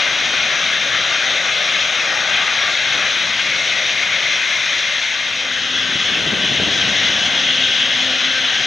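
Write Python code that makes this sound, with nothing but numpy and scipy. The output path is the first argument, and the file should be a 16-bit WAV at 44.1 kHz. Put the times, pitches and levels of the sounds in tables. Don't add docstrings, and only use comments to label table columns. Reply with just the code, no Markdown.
import sys
import numpy as np
from scipy import signal
from scipy.fft import rfft, irfft, next_fast_len
from scipy.io import wavfile

SR = 44100
rng = np.random.default_rng(int(sys.argv[2]) if len(sys.argv) > 2 else 0)


def transcribe(signal):
    frames = np.atleast_2d(signal).T
    limited = np.clip(frames, -1, 1)
    pcm = np.round(limited * 32767).astype(np.int16)
    wavfile.write(sys.argv[1], SR, pcm)


N = 381906
FRAME, HOP = 2048, 512
HZ = np.fft.rfftfreq(FRAME, 1 / SR)
FRAME_S = np.arange(N // HOP + 5)[:, None] * HOP / SR
T = np.arange(N) / SR

# (frequency [Hz], left-right correlation [0-1])
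LIKENESS = [(60, 1), (400, 1), (1000, 0.95), (2200, 1), (2900, 0.93), (4100, 0.99), (4550, 0.85),
            (5200, 0.97), (6500, 0.98), (7400, .4), (8300, .96), (12000, 0.87)]


def amp(db):
    return 10 ** (np.asarray(db) / 20)


def evened(x):
    return x / np.sqrt(np.mean(x ** 2) + 1e-20)


def over_hz(table, hz=HZ):
    f, *columns = np.transpose(table)
    return [np.interp(np.log(hz + 1), np.log(f), c) for c in columns]


def over_time(table, t=FRAME_S):
    s, *columns = np.transpose(table)
    return [np.interp(t, s, c) for c in columns]


def bell(x, centre, width):
    return np.exp(-.5 * ((x - centre) / width) ** 2)


def timbre_shift(before, after):
    share = np.interp(FRAME_S, [5.5, 5.56], [0, 1])
    return (1 - share) * before + share * after


def wander(rate_hz):
    size = next_fast_len(N)
    spectrum = rfft(rng.standard_normal(size))
    low_pass = bell(np.fft.rfftfreq(size, 1 / SR), 0, rate_hz)
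    return evened(irfft(spectrum * low_pass, size)[:N])


def patches(life_s, width_hz):
    field = rng.standard_normal((len(FRAME_S), len(HZ)))
    in_time = bell(2 * np.pi * np.fft.fftfreq(len(FRAME_S), HOP / SR), 0, 1 / life_s)[:, None]
    in_hz = bell(2 * np.pi * np.fft.rfftfreq(len(HZ), SR / FRAME), 0, 1 / width_hz)
    return evened(np.fft.irfft2(np.fft.rfft2(field) * in_time * in_hz, field.shape))


def noise(density, likeness):
    a, b, c, d = rng.standard_normal((4, len(FRAME_S), len(HZ)))
    same = np.clip(likeness, -1, 1)
    left = a + 1j * b
    right = same * left + np.sqrt(1 - same ** 2) * (c + 1j * d)
    scale = np.sqrt(1.5 * SR / FRAME)
    bins = (np.array([left, right]) * density * scale).swapaxes(1, 2)
    return signal.istft(bins, nperseg=FRAME, noverlap=FRAME - HOP)[1][:, :N]


def fan_hiss(grain_db=1.54, shimmer_db=.5, surge_db=0.41):
    # (frequency [Hz], density [dB per Hz])
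    fan_spectrum = [(700, -81), (1050, -67.5), (1450, -56), (1900, -53), (2600, -53.5), (3800, -53),
                    (4400, -63.5), (4900, -67), (5650, -62), (6550, -64), (7200, -82), (9500, -90.5),
                    (11000, -99), (15000, -102)]
    # (centre [Hz], width [Hz], gain before the shift [dB], gain after it [dB])
    humps = [(1158, 66, 4.5, 3), (1543, 40, 2, 1.5), (2163, 93, 5, 1.5), (2293, 80, -4.5, -4.5),
             (2390, 95, 2, -1.3), (2910, 94, -2.5, 2.5), (3138, 76, 2, 5.3), (3375, 84, 1.5, 5),
             (5300, 90, -2, 2), (8190, 150, -5, -4), (8530, 130, 2, 2), (8850, 110, -7, -9.5)]
    # (centre [Hz], width [Hz], level before the shift [dB], level after it [dB])
    whine_bands = [(2424, 15, -37.5, -59), (2470, 12, -37, -50), (3140, 15, -57, -40),
                   (3440, 6.1, -43, -33.5), (3910, 14, -41, -59), (4500, 16, -62, -50),
                   (5100, 25, -62, -50), (5620, 40, -43, -55)]
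    # (centre [Hz], width [Hz], change [dB per dB of fill])
    flanks = [(1320, 360, 0.63), (2230, 260, -0.22)]

    shape_db = over_hz(fan_spectrum)[0]
    shape_db = shape_db + sum(timbre_shift(a, b) * bell(HZ, hz, width) for hz, width, a, b in humps)
    whines = sum(timbre_shift(amp(a) ** 2, amp(b) ** 2) * bell(HZ, hz, width) / (width * np.sqrt(2 * np.pi))
                 for hz, width, a, b in whine_bands)
    path_db = timbre_shift(0, -0.43) + sink() + ground_dip(flanks) + swells()
    depth = np.interp(HZ, [1500, 7000], [.25, 1.2])
    path_db = path_db + shimmer_db * depth * patches(life_s=0.014, width_hz=1500)
    path_db = path_db + surge_db * patches(life_s=0.056, width_hz=290)
    path_db = path_db + grain_db * patches(life_s=0.02, width_hz=30)
    density = np.sqrt(amp(shape_db) ** 2 + whines)
    return noise(density * amp(path_db), over_hz(LIKENESS)[0])


def exhaust(churn_db=1.24, heave_db=2.1, sink_share=0.66):
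    # (frequency [Hz], density before the shift [dB per Hz], density after it [dB per Hz])
    roar = [(20, -100, -95), (55, -75.5, -68), (126, -67.5, -64.5), (230, -69, -62.5), (302, -70, -68.5),
            (469, -69, -71), (565, -58.5, -61.5), (640, -59.5, -63.5), (788, -63, -61.5), (796, -66, -67.5),
            (980, -66.5, -69), (1500, -91, -94), (4000, -120, -120)]
    # (centre [Hz], width [Hz], change [dB per dB of fill])
    flanks = [(850, 100, 1.02), (620, 130, 0.18)]

    drift_db = timbre_shift(0.27, 0.7) + sink_share * sink() + ground_dip(flanks) + swells()
    drift_db = drift_db + heave_db * patches(life_s=0.56, width_hz=180)
    drift_db = drift_db + churn_db * patches(life_s=0.046, width_hz=70)
    return noise(amp(timbre_shift(*over_hz(roar)) + drift_db), over_hz(LIKENESS)[0])


def fan_hum(waver=0.00382, fade_db=2.0):
    # (mean shaft frequency [Hz], relative level [dB])
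    engines = [(259, 0), (261.3, -11), (258, -17), (260.3, -15.5)]
    # (multiple of its frequency, relative level [dB])
    orders = [(1, -1.5), (2, -4.5), (3, -11)]
    # (time [s], level [dB])
    hum_level = [(4.6, -66), (5.55, -39), (5.9, -44), (7.1, -46), (7.5, -39), (8.3, -37.5), (8.66, -44)]
    whine_order, whine_db = 6, -34
    whine_joins_s, whine_rise_s = 4.9, 1.3

    hum, whine = np.zeros(N), np.zeros(N)
    for hz, db in engines:
        speed_hz = hz * (1 + waver * wander(14.9))
        angle = 2 * np.pi * (np.cumsum(speed_hz) / SR + rng.random())
        for k, order_db in orders:
            gain = amp(db + order_db + fade_db * wander(7))
            hum += gain * np.sin(round(k) * angle + .3 * wander(6))
        whine += amp(db + fade_db * wander(2.2)) * np.sin(whine_order * angle + 0.52 * wander(14))
    joined = np.clip((T - whine_joins_s) / whine_rise_s, 0, 1)
    return evened(hum) * amp(over_time(hum_level, T)[0]) + evened(whine) * amp(whine_db) * joined


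def wind(lump_db=1.7, dull_hz=420):
    # (frequency [Hz], relative density [dB per Hz])
    wind_spectrum = [(18, -26), (40, -28), (70, -9), (120, -6), (200, -3), (350, -5.5), (600, -6),
                     (1000, -14.5), (2000, -40), (5000, -50)]
    # (time at full strength [s], hold [s], gain [dB])
    gust_rows = [(.25, .1, -61), (6.26, 0.55, -53.5), (8.2, .45, -64)]
    # (centre [s], peak level [dB], width [s])
    buffets = [(5.957, -28, 0.0091), (6.277, -27, 0.016), (6.333, -22.5, 0.0066), (6.373, -29, 0.02),
               (6.518, -22, 0.005), (6.6, -19.5, 0.0035), (6.627, -23.5, 0.013), (6.678, -24.5, .008),
               (6.879, -26.5, 0.0082)]

    colour = amp(over_hz(wind_spectrum)[0])
    likeness = np.interp(HZ, [80, 350], [.98, .75])
    strength = np.max([gust(*row) for row in gust_rows], axis=0) * amp(lump_db * wander(22))
    gusts = noise(colour, likeness) * strength
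    blows = sum(amp(db) * bell(T, s, length) for s, db, length in buffets)
    dull_colour = colour / np.hypot(1, (HZ / dull_hz) ** 2)
    return gusts + evened(noise(dull_colour, likeness)) * blows


def gust(top_s, hold_s, db):
    rise_db_per_s, fall_db_per_s = 17, 15.5
    below_db = rise_db_per_s * np.maximum(top_s - T, 0)
    below_db = below_db + fall_db_per_s * np.maximum(T - top_s - hold_s, 0)
    return amp(db - below_db)


def ground_dip(flanks):
    # (time [s], level [dB])
    dip_level = [(0.1, -28), (0.24, -31), (1.14, -28), (1.68, -32.5), (2.09, -28), (2.11, -26), (2.63, -28),
                 (2.75, -32.5), (3.06, -27), (3.13, -34.5), (5.02, -35), (5.57, -32), (6.18, -34.5),
                 (6.59, -35.5), (7.23, -32.5), (7.65, -36.5), (7.89, -36), (8.6, -32)]
    level_db = over_time(dip_level)[0]
    return (level_db - level_db.mean()) * sum(share * bell(HZ, hz, width) for hz, width, share in flanks)


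def sink():
    return -3 * bell(FRAME_S, 5.4, 0.31)


def swells():
    # (centre [s], length [s], gain [dB], centre [Hz], width [Hz])
    band_swells = [(2.15, .08, -4, 3300, 450), (2.356, 0.039, 3, 3320, 450), (3.8, 0.2, 3, 507, 90),
                   (4.2, 0.32, 2, 2400, 280), (4.1, 0.83, -1.3, 3100, 600), (6.35, 0.12, -2.5, 5200, 1500),
                   (7.05, 0.29, 1.5, 5940, 2200), (7.08, 0.096, 2.5, 2000, 300), (7.2, 0.36, 4, 856, 110),
                   (7.662, 0.14, 4, 3200, 420)]
    return sum(db * bell(FRAME_S, s, length) * bell(HZ, hz, width)
               for s, length, db, hz, width in band_swells)


def hear(z):
    # (frequency [Hz], left minus right [dB])
    balance = [(60, -2), (170, 1), (450, 1.5), (1400, 6.5), (1950, 6.5), (2750, 3.5), (3150, 0.8),
               (3550, 4), (4200, 4), (4450, 12), (5000, 1.5), (5800, -0.5), (7000, 2.5), (7500, 0)]
    # (frequency [Hz], lead of the left [rad])
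    phase_lead = [(30, 0), (130, 0.44), (400, 0.17), (1200, 0.16), (2600, -.05), (2900, -.3), (3300, 0.044),
                  (4300, 0), (4600, -0.8), (5000, .15), (5300, -.25), (6000, 0)]
    port_cut_hz = 65

    lean_db, lead = over_hz(balance)[0], over_hz(phase_lead)[0]
    ports = amp([lean_db / 2, -lean_db / 2]) * np.exp(.5j * np.array([lead, -lead]))
    ports = ports / abs(ports.mean(0))
    high_pass = HZ ** 2 / np.hypot(HZ ** 2, port_cut_hz ** 2)
    return z * (ports * high_pass)[:, :, None]


def scene(flutter_db=0.28):
    hiss = fan_hiss() * amp(flutter_db * wander(24))
    sound = hiss + exhaust() + fan_hum() + wind()
    z = signal.stft(sound, nperseg=FRAME)[2]
    return signal.istft(hear(z), nperseg=FRAME)[1][:, :N]


def record(dry):
    low_pass = signal.firwin(511, 15200, window=("kaiser", 9), fs=SR)
    return signal.oaconvolve(dry, low_pass[None], "same", axes=1)


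dry = scene()
out = record(dry)
transcribe(out)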